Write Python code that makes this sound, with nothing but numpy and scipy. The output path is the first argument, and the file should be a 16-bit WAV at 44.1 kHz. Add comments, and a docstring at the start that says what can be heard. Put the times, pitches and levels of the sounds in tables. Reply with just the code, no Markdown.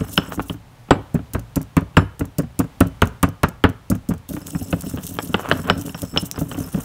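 """Pestle and mortar on a kitchen counter

A stone pestle pounds garlic and salt in a stone mortar, close to a phone microphone in a small room.
Each blow is decaying noise for the knock and the crushed salt, and decaying sines for bowl and counter.
Before and after the pounding the pestle grinds: random snaps shake counter and bowl, patchy noise hisses
as salt. A glass and a dish ring faintly nearby, an appliance drones in the room, and the microphone input
saturates softly; the treble ends steeply near 16 kHz.
"""
import sys
import numpy as np
from scipy import signal
from scipy.fft import rfft, irfft, next_fast_len
from scipy.io import wavfile
from scipy.ndimage import uniform_filter1d, map_coordinates

SR = 44100
rng = np.random.default_rng(int(sys.argv[2]) if len(sys.argv) > 2 else 0)


def store_wav(level_fs):
    """Save 16-bit WAV to argv[1]."""
    pcm = np.round(np.clip(np.atleast_2d(level_fs), -1, 1) * 32767)
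    wavfile.write(sys.argv[1], SR, pcm.T.astype(np.int16))


N = 301644  # samples
SILENT_DB = -90


def amp(db):
    """Gain of a level in dB."""
    return 10 ** (np.asarray(db) / 20)


def unit(x):
    """x at rms 1."""
    return x / np.sqrt(np.mean(x ** 2) + 1e-20)


def along(points, hz):
    """(f/Hz, value) points interpolated on a log frequency axis."""
    f, v = np.transpose(points)
    return np.interp(np.log(hz + 1), np.log(f + 1), v)


def wobble(rate):
    """A smooth random curve, rate knots a second."""
    knots = rng.standard_normal(int(N * rate / SR) + 4)
    return map_coordinates(knots, [np.arange(N) * rate / SR])


def coloured(x, spectrum):
    """x through a (f/Hz, level/dB) spectrum."""
    m = next_fast_len(len(x) + 8192)
    gain = amp(along(spectrum, np.fft.rfftfreq(m, 1 / SR)))
    return irfft(rfft(x, m) * gain, m)[:len(x)]


def coloured_noise(spectrum):
    """Steady noise of a given spectrum, rms 1."""
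    return unit(coloured(rng.standard_normal(N), spectrum))


def add(track, s, sound):
    """Mixes a sound into a track at s seconds."""
    part = track[round(s * SR):][:len(sound)]
    part += sound[:len(part)]


def ring(modes, rise, scatter_db, detune=0.):
    """One answer of an object to a blow: decaying sines, peak 1, each mode scattered in level and pitch."""
    t = np.arange(SR // 2) / SR
    hz, db, t60 = np.transpose(modes)[:, :, None]
    level_luck, pitch_luck = rng.standard_normal((2, len(modes), 1))
    fade = amp(db + scatter_db * level_luck - 60 * t / t60)
    partials = fade * np.sin(2 * np.pi * hz * (1 + detune * pitch_luck) * t)
    out = partials.sum(0) * (1 - np.exp(-t / rise))
    return out / np.abs(out).max()


def chattered(modes, rise, t60):
    """Rough stone faces keep touching for a few ms, which smears the modes with decaying noise; peak 1."""
    t = np.arange(SR // 16) / SR
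    touches = rng.standard_normal(len(t)) * amp(-60 * t / t60)
    out = signal.fftconvolve(ring(modes, rise, scatter_db=2.5, detune=0.018), touches)
    return out / np.abs(out).max()


def burst(t60, lumpy_db):
    """A sudden envelope that dies unevenly, its level redrawn every 32 samples."""
    t = np.arange(SR // 8) / SR
    lumps = np.repeat(rng.standard_normal(len(t) // 32 + 1), 32)[:len(t)]
    return amp(-60 * t / t60 + lumpy_db * lumps)


# downward blows: t/s, time to squash the paste/s, relative crush level/dB, knock level/dB, clack level/dB,
# thud level/dB, share of the thud at first touch (0-1)
POUNDS = [(0.907, 0.001, -22.5, 3, -13.5, -10, 0.2), (1.143, 0.0097, -19, -21.5, -53, -15, 0.91),
          (1.335, 0.013, -14, -14.5, -41, -16, 0.15), (1.558, 0.0072, -7, -19.5, -30, -14.5, 0.14),
          (1.767, 0, -8, -5.5, -44, -11, 0.48), (1.968, 0.0019, -15.5, 3, -9.5, -7.5, 0.42),
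          (2.194, 0.013, -17, -19, -40, -17, 0.17), (2.384, 0.0081, -6.5, -22, -31.5, -13, 0.63),
          (2.591, 0.0096, -7.5, -13, -31, -11.5, 0.77), (2.805, 0.0031, -2.5, -5, -23, -8, 0.48),
          (3.019, 0.0011, -6, -2.5, -10, -11, 0.48), (3.229, 0.0018, 0.5, -4.5, -23, -8.5, 0.65),
          (3.433, 0, -5, -1.5, -13.5, -12.5, 0.36), (3.639, 0.00082, -13, 2, -9.5, -10.5, 0.37),
          (3.9, 0.015, -9.5, -20, -34, -12, 0.42), (4.088, .019, -16.5, -19.5, -42, -14, 0.49)]
# pestle strikes or grazes the wall: t/s, relative knock level/dB, clack level/dB, thud level/dB
WALL_HITS = [(0.007, -21, -35, -21), (0.177, -2.5, -2.5, -15.5), (0.086, -32.5, -39, -39),
             (0.28, -49, -42, -34), (0.319, -30, -38, -38), (0.375, -29, -55, -22),
             (0.394, -12.5, -42, -25.5), (0.497, -20, -19, -24.5), (0.54, -34.5, -58, -37),
             (0.885, -30, -53, -43), (1.946, -38, -46, -43), (4.29, -41, -42, -34), (4.305, -44, -50, -27),
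             (4.336, -31.5, -52, -25.5), (4.366, -22.5, -34.5, -30), (4.532, -47, -48, -32),
             (4.549, -19.5, -52, -20), (4.611, -39, -39, -28), (4.727, -12, -20.5, -18.5),
             (4.863, -37, -37, -28), (4.936, -33, -50, -26), (4.973, -21.5, -36, -30),
             (4.985, -32, -30.5, -34.5), (5.108, -51, -53, -32.5), (5.188, -11, -12.5, -33),
             (5.292, -41, -51, -28), (5.343, -5, -9.5, -24.5), (5.514, -3, -8, -27),
             (5.522, -39, -11, -22.5), (5.587, -24, -51, -30.5), (5.699, -1, -3.5, -20.5),
             (5.792, -47, -51, -30.5), (5.894, -30, -30, -35.5), (5.945, -20, -25, -31.5),
             (6.027, -32, -58, -26), (6.139, -27, -47, -32), (6.161, -14.5, -31, -23),
             (6.174, -14, -5.5, -34), (6.225, -32, -54, -26.5), (6.36, -27, -35, -48),
             (6.377, -21, -39, -26.5), (6.412, -26, -53, -21), (6.514, -18, -26, -32),
             (6.545, -27, -31, -32.5), (6.577, -29, -40, -24.5), (6.601, -34, -48, -23),
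             (6.745, -22.5, -34.5, -21.5), (6.774, -28, -50, -23.5)]
TOUCH_DB = -33.5  # knock of the first touch on the paste, relative
REBOUND_S, REBOUND_KNOCK_DB = 0.048, -29.5  # the bowl lands again
REBOUND_THUD_DB = -18  # under the thud of the blow
KNOCK_T60, WALL_KNOCK_T60 = 0.072, 0.051  # s: after a blow, and after a drier knock on the wall


def contacts():
    """A blow touches paste, reaches stone, rebounds: rows of t/s, knock, clack, thud level/dB, knock t60/s."""
    rows = [(*row, WALL_KNOCK_T60) for row in WALL_HITS]
    for s, squash, _, knock_db, clack_db, thud_db, early in POUNDS:
        shares = np.clip([early, 1 - early], .01, 1)
        early_db, late_db = thud_db + 20 * np.log10(shares)
        rebound_db = thud_db + REBOUND_THUD_DB
        rows += [(s, TOUCH_DB, clack_db, early_db, KNOCK_T60),
                 (s + squash, knock_db, SILENT_DB, late_db, KNOCK_T60),
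                 (s + REBOUND_S, REBOUND_KNOCK_DB, SILENT_DB, rebound_db, WALL_KNOCK_T60)]
    return rows


# bowl knocking on its foot, spectrum: f/Hz, relative level/dB
KNOCK_SPECTRUM = [(210, -12.5), (350, -3.5), (457, -3), (653, -5.5), (1380, -4.5), (1840, -12.5),
                  (2030, -17.5), (2680, -17.5), (3130, -25.5), (3580, -27.5), (5000, -39), (6500, -63),
                  (11000, -120)]


def bowl_knocks():
    """The bowl knocks on its foot: decaying noise in the colour of the stone."""
    shape = np.zeros(N)
    for s, knock_db, _, _, t60 in contacts():
        add(shape, s, amp(knock_db - 7.0) * burst(t60, lumpy_db=3.5))
    shape = uniform_filter1d(shape, size=40, origin=19)  # contact builds up over a millisecond
    return shape * coloured_noise(KNOCK_SPECTRUM)


# wall modes of the bowl: f/Hz, relative level/dB, t60/s
BOWL_MODES = [(2720, -6, 0.045), (2995, 23, 0.0087), (3380, -8, 0.066)]


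def clacks():
    """Stone clacks on stone: the wall modes of the bowl, smeared by chatter."""
    out = np.zeros(N)
    for s, _, clack_db, _, _ in contacts():
        add(out, s, amp(clack_db + 1.5) * chattered(BOWL_MODES, 0.0001, 0.0067))
    return out


# counter, a faint long low mode, eight quick modes, then three weak lingering ones:
# f/Hz, relative level/dB, t60/s
COUNTER_MODES = [(61.9, -22, 0.45), (94.3, 1, 0.077), (138, -11, 0.015), (171.8, 10, 0.044),
                 (235.3, -11.5, 0.11), (261.1, 6.5, 0.058), (422.2, -8.5, 0.074), (562, -2.5, 0.036),
                 (683.6, -14, 0.068), (105.9, -13, 0.29), (162.6, -14.5, 0.23), (260.4, -23, 0.27)]


def counter_thuds():
    """The counter thuds in its low modes; being heavy, it yields a moment after the stone speaks."""
    out = np.zeros(N)
    for s, _, _, thud_db, _ in contacts():
        thud = ring(COUNTER_MODES, 0.006, scatter_db=3.0, detune=0.079)
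        add(out, s + 0.0018, amp(thud_db + 9.5) * thud)
    return out


# salt crushed by the pestle, spectrum: f/Hz, relative level/dB
CRUNCH_SPECTRUM = [(1470, -74.5), (2500, -18), (4810, -4), (6900, 3.5), (9570, 3.5), (10400, 1.5),
                   (14800, 4), (15800, -2), (16900, -23)]
CRUSH_T60, SQUASH_STRETCH = 0.016, 2.13  # s; t60 grows by this many times the squash time
WALL_CRUSH_DB = -30.5  # salt caught against the wall, relative to the clack column


def crushes():
    """A bright burst of noise as many crystals break at once."""
    shape = np.zeros(N)
    for s, squash, crush_db, *_ in POUNDS:
        t60 = CRUSH_T60 + SQUASH_STRETCH * squash
        add(shape, s, amp(crush_db - 13.5) * burst(t60, lumpy_db=2.0))
    for s, _, clack_db, _ in WALL_HITS:
        add(shape, s, amp(clack_db + WALL_CRUSH_DB) * burst(CRUSH_T60, lumpy_db=-0.5))
    return shape * coloured_noise(CRUNCH_SPECTRUM)


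# two close pairs of high bowl modes: f/Hz, relative level/dB, t60/s
RIM_MODES = [(5270, -2, .03), (5370, 0, .04), (7690, -1, .03), (7810, 0, .04)]
# rim set ringing: t/s, lower pair level/dB, upper pair level/dB
RINGS = [(0.0094, -50, -40), (0.176, -20.5, -37), (0.9063, -35, -21.5), (1.969, -28, -22),
         (4.416, -39.5, -53), (4.6443, -44, -36), (5.187, -35, -38), (5.3423, -53, -43), (5.5134, -52, -41),
         (5.7004, -26, -31), (5.895, -40, -41), (5.9445, -33, -51), (6.1744, -14.5, -32),
         (6.3585, -38, -43), (6.5141, -50, -36), (6.637, -37, -50)]


def rim():
    """The rim rings in two pairs of high modes, smeared by chatter, each pair at its own strength."""
    out = np.zeros(N)
    for s, *levels_db in RINGS:
        for pair, db in zip(np.split(np.array(RIM_MODES), 2), levels_db):
            add(out, s, amp(db) * chattered(pair, 0.00023, 0.032))
    return out


# steady rubbing while the pestle turns, one list per bout: t/s, relative hiss level/dB,
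# rumble level/dB, scrape level/dB
GRIND = [
    [(0, -50.5, -34.5, -42), (.194, -51.5, -42.5, -52.5), (.326, -47.5, -39, -37), (.38, -58, -35, -71),
     (.502, -51, -50, -64), (.58, -73, -51, -60)],
    [(4.288, -58, -40, -58), (4.41, -49.5, -38, -51), (4.52, -48, -43, -54.5), (4.9, -48.5, -35.5, -51),
     (5.3, -48.5, -35, -55), (5.4, -47.5, -30.5, -37.5), (5.56, -48, -31.5, -36.5), (5.62, -48, -38, -50.5),
     (5.69, -51, -25, -32.5), (5.76, -50.5, -34.5, -52), (6.16, -48, -35.5, -52), (6.35, -54, -40.5, -51),
     (6.53, -49.5, -35, -48), (6.84, -45.5, -37, -45)],
]


def rubbing():
    """Gains of hiss, rumble and scrape: the steady rubbing of each bout, silent outside it."""
    t = np.arange(N) / SR
    total = np.zeros((3, N))
    for bout in GRIND:
        s, *levels_db = np.transpose(bout)
        total += amp([np.interp(t, s, db, left=SILENT_DB, right=SILENT_DB) for db in levels_db])
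    return total


# sweeps through the salt: start t/s, length/s, relative hiss level/dB
STROKES = [(0.082, 0.012, -49), (0.115, .06, -37), (0.324, 0.037, -40.5), (0.42, 0.014, -44),
           (.46, 0.034, -45), (0.523, .012, -42), (4.289, 0.073, -44), (4.46, .048, -53),
           (4.58, 0.048, -42), (4.705, 0.036, -46), (4.792, 0.023, -48), (4.867, 0.062, -40.5),
           (5.023, 0.075, -41), (5.11, .045, -44), (5.22, 0.071, -42.5), (5.317, .02, -44),
           (5.398, 0.024, -50), (5.57, 0.044, -47), (5.78, 0.042, -40), (5.854, 0.056, -44),
           (5.979, 0.062, -45), (6.2, 0.022, -40), (6.255, 0.016, -41), (6.389, 0.047, -40),
           (6.483, 0.049, -49), (6.569, 0.069, -43.5), (6.66, 0.018, -50), (6.726, .037, -46),
           (6.806, 0.021, -47)]
SWELL_S, FADE_S = 0.0048, .015  # time for 20 dB of rise or fall


def sweeps():
    """Gain of the hiss in the sweeps: rise, hold, fade."""
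    t = np.arange(N) / SR
    total = np.zeros(N)
    for s, length, db in STROKES:
        outside = np.maximum((s - t) / SWELL_S, (t - s - length) / FADE_S)
        total += amp(db - 20 * np.maximum(0, outside))
    return total


def grit(rate, spread_db):
    """Random snaps, rate a second on average, with an exponential spread of level; rms 1."""
    snaps = (rng.random(N) < rate / SR) * rng.standard_normal(N)
    return unit(snaps * amp(spread_db * rng.exponential(size=N)))


def shaken(modes, rise, rate):
    """An object kept ringing by the snaps of stick-slip, rms 1."""
    snaps = grit(rate, spread_db=-0.16)
    return unit(signal.fftconvolve(snaps, ring(modes, rise, scatter_db=0.0))[:N])


def patchy(x, depth_db):
    """x with small patches of random gain in time and frequency."""
    z = signal.stft(x, nperseg=128)[2]
    field = uniform_filter1d(rng.standard_normal(z.shape), size=9, axis=0)
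    field = uniform_filter1d(field, size=8, axis=1)
    return signal.istft(z * amp(depth_db * unit(field)), nperseg=128)[1][:N]


# loose salt, spectrum: f/Hz, relative level/dB
SALT_SPECTRUM = [(1470, -41.5), (2500, -21), (2660, 1), (4720, -5.5), (6040, 5), (8050, 3.5), (9040, 6),
                 (10200, 3), (12100, 5), (15900, 4)]
RIM_RUB_DB = -10  # mean level of the rubbed rim, relative to the hiss column


def grinding():
    """Stick-slip of the turning pestle shakes counter and bowl; salt hisses under it."""
    hiss, rumble, scrape = rubbing()
    # only the eight quick counter modes
    rumble = rumble * amp(1 + 2.8 * wobble(24)) * shaken(COUNTER_MODES[1:-3], 0.014, 90)
    rasp = unit(coloured(grit(1800, spread_db=2.5), KNOCK_SPECTRUM))
    rasp = rasp + amp(-16) * shaken(BOWL_MODES, 0.00019, 400)
    scrape = scrape * amp(1 + 4 * wobble(45)) * rasp
    grains = rng.standard_normal(N) + 1.06 * grit(2500, spread_db=1.4)
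    grains = unit(coloured(patchy(grains, depth_db=3.5), SALT_SPECTRUM))
    flutter_db = 1.5 * wobble(70) + 2.6 * wobble(200)
    salt = (amp(1.5) * hiss + sweeps()) * amp(flutter_db) * grains
    rubbed_rim = hiss * amp(RIM_RUB_DB + 5.5 * wobble(14)) * shaken(RIM_MODES, 0.0012, 170)
    return rumble + scrape + salt + rubbed_rim


# salt crystals that crack or unstick on their own: t/s, relative level/dB
CRACKS = [(1.3945, -27), (1.6157, -20), (1.808, -35), (2.2535, -26), (2.4215, -32), (2.6435, -33),
          (2.8684, -28.5), (3.055, -27), (3.0727, -27), (3.289, -29), (3.486, -21), (3.6908, -25),
          (3.9526, -24.5), (4.138, -26.5), (4.178, -36), (4.2903, -16.5), (4.337, -28), (4.467, -20),
          (4.684, -23), (4.808, -13), (4.9132, -27), (5.033, -19), (5.0669, -9), (5.2252, -17),
          (5.4887, -18.5), (5.674, -20), (5.821, -24), (6.019, -11), (6.2576, -18.5), (6.3135, -18.5),
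          (6.3947, -17), (6.5873, -18), (6.603, -23)]


def cracks():
    """A sharp tick of salt noise trailed by a faint crackle of wet paste."""
    shape = np.zeros(N)
    for s, db in CRACKS:
        tick = burst(0.011, lumpy_db=0.0)
        crackle = amp(-14) * burst(0.041, lumpy_db=11.5)
        add(shape, s, amp(db - 12.0) * (tick + crackle))
    return shape * coloured_noise(SALT_SPECTRUM)


# modes of a nearby glass: f/Hz, relative level/dB, t60/s
GLASS_MODES = [(9810, 0, .25), (14620, -12, .15), (15300, -5, .3)]
# glass touched: t/s, peak level/dB
RATTLES = [(.925, -57), (1.985, -49), (3.04, -51)]


def glass():
    """A nearby glass rings in thin high modes, just after three of the blows."""
    out = np.zeros(N)
    for s, db in RATTLES:
        add(out, s, amp(db) * ring(GLASS_MODES, 0.0098, scatter_db=2))
    return out


# mode of a dish on the counter: f/Hz, relative level/dB, t60/s
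DISH_MODES = [(3030, 0, .5)]


def dish():
    """A dish on the counter sings faintly; its level climbs 3 dB per dB of thud, so heavy blows wake it."""
    out = np.zeros(N)
    for s, *_, thud_db, _ in POUNDS:
        add(out, s, amp(3 * thud_db - 27) * ring(DISH_MODES, .01, scatter_db=0))
    return out


# answer of the small room: f/Hz, t60/s, relative level/dB
KITCHEN = [(100, 0.22, 3), (1040, 0.44, -7.5), (3030, 0.29, -5), (6060, 0.14, 6), (12100, .1, -7.5)]


def kitchen(x):
    """Each frequency of the room's answer dies at its own speed; the tail is new every quarter second."""
    out, step = np.zeros(N), SR // 4
    hz, t60, db = np.transpose(KITCHEN)
    for start in range(0, N, step):
        f, t, z = signal.stft(rng.standard_normal(SR // 2), SR, nperseg=256)
        fade = np.interp(f, hz, db)[:, None] - 60 * t / np.interp(f, hz, t60)[:, None]
        tail = signal.istft(z * amp(fade), SR, nperseg=256)[1]
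        add(out, start / SR + 0.0048, signal.fftconvolve(x[start:start + step], tail))
    return out


# room tone spectrum: f/Hz, relative level/dB
AIR_SPECTRUM = [(15, -57), (25, 12), (58, 1.5), (87, 5.5), (120, 13), (160, 1.5), (372, -10), (751, -8.5),
                (860, -7.5), (1260, -13.5), (3500, -20), (3800, -21), (4840, -24.5), (15900, -31.5)]
AIR_DB = -46  # level around which the tone drifts


def room_tone():
    """Soft broad noise with the drone of an appliance in its bass, drifting slowly in level."""
    drift_db = wobble(2.93)
    return amp(AIR_DB + drift_db) * coloured_noise(AIR_SPECTRUM)


def scene():
    """Everything is heard directly; blows, rim, cracks, glass, dish and counter also echo in the room."""
    stone = bowl_knocks() + clacks() + rim()
    near = stone + crushes() + cracks() + glass() + dish()
    counter = counter_thuds()
    echoes = amp(-43.5) * kitchen(near) + amp(-48.5) * kitchen(counter)
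    return (near + counter + grinding() + echoes + room_tone())[None]


# upper edge of the sound's band: f/Hz, level/dB
BAND_EDGE = [(15650, 0), (16150, -34)]
TOP_HZ = 17000  # nothing passes from here up


def record(dry):
    """The input loses deep bass and saturates softly near full scale; the treble ends steeply near 16 kHz."""
    thin = signal.sosfilt(signal.butter(3, 36, "highpass", fs=SR, output="sos"), dry)
    soft = thin / (1 + np.abs(thin / .98) ** 8) ** (1 / 8)
    m = next_fast_len(N + 8192)
    hz = np.fft.rfftfreq(m, 1 / SR)
    gain = amp(along(BAND_EDGE, hz)) * (hz < TOP_HZ)
    return irfft(rfft(soft, m) * gain, m)[:, :N]


dry = scene()
out = record(dry)
store_wav(out)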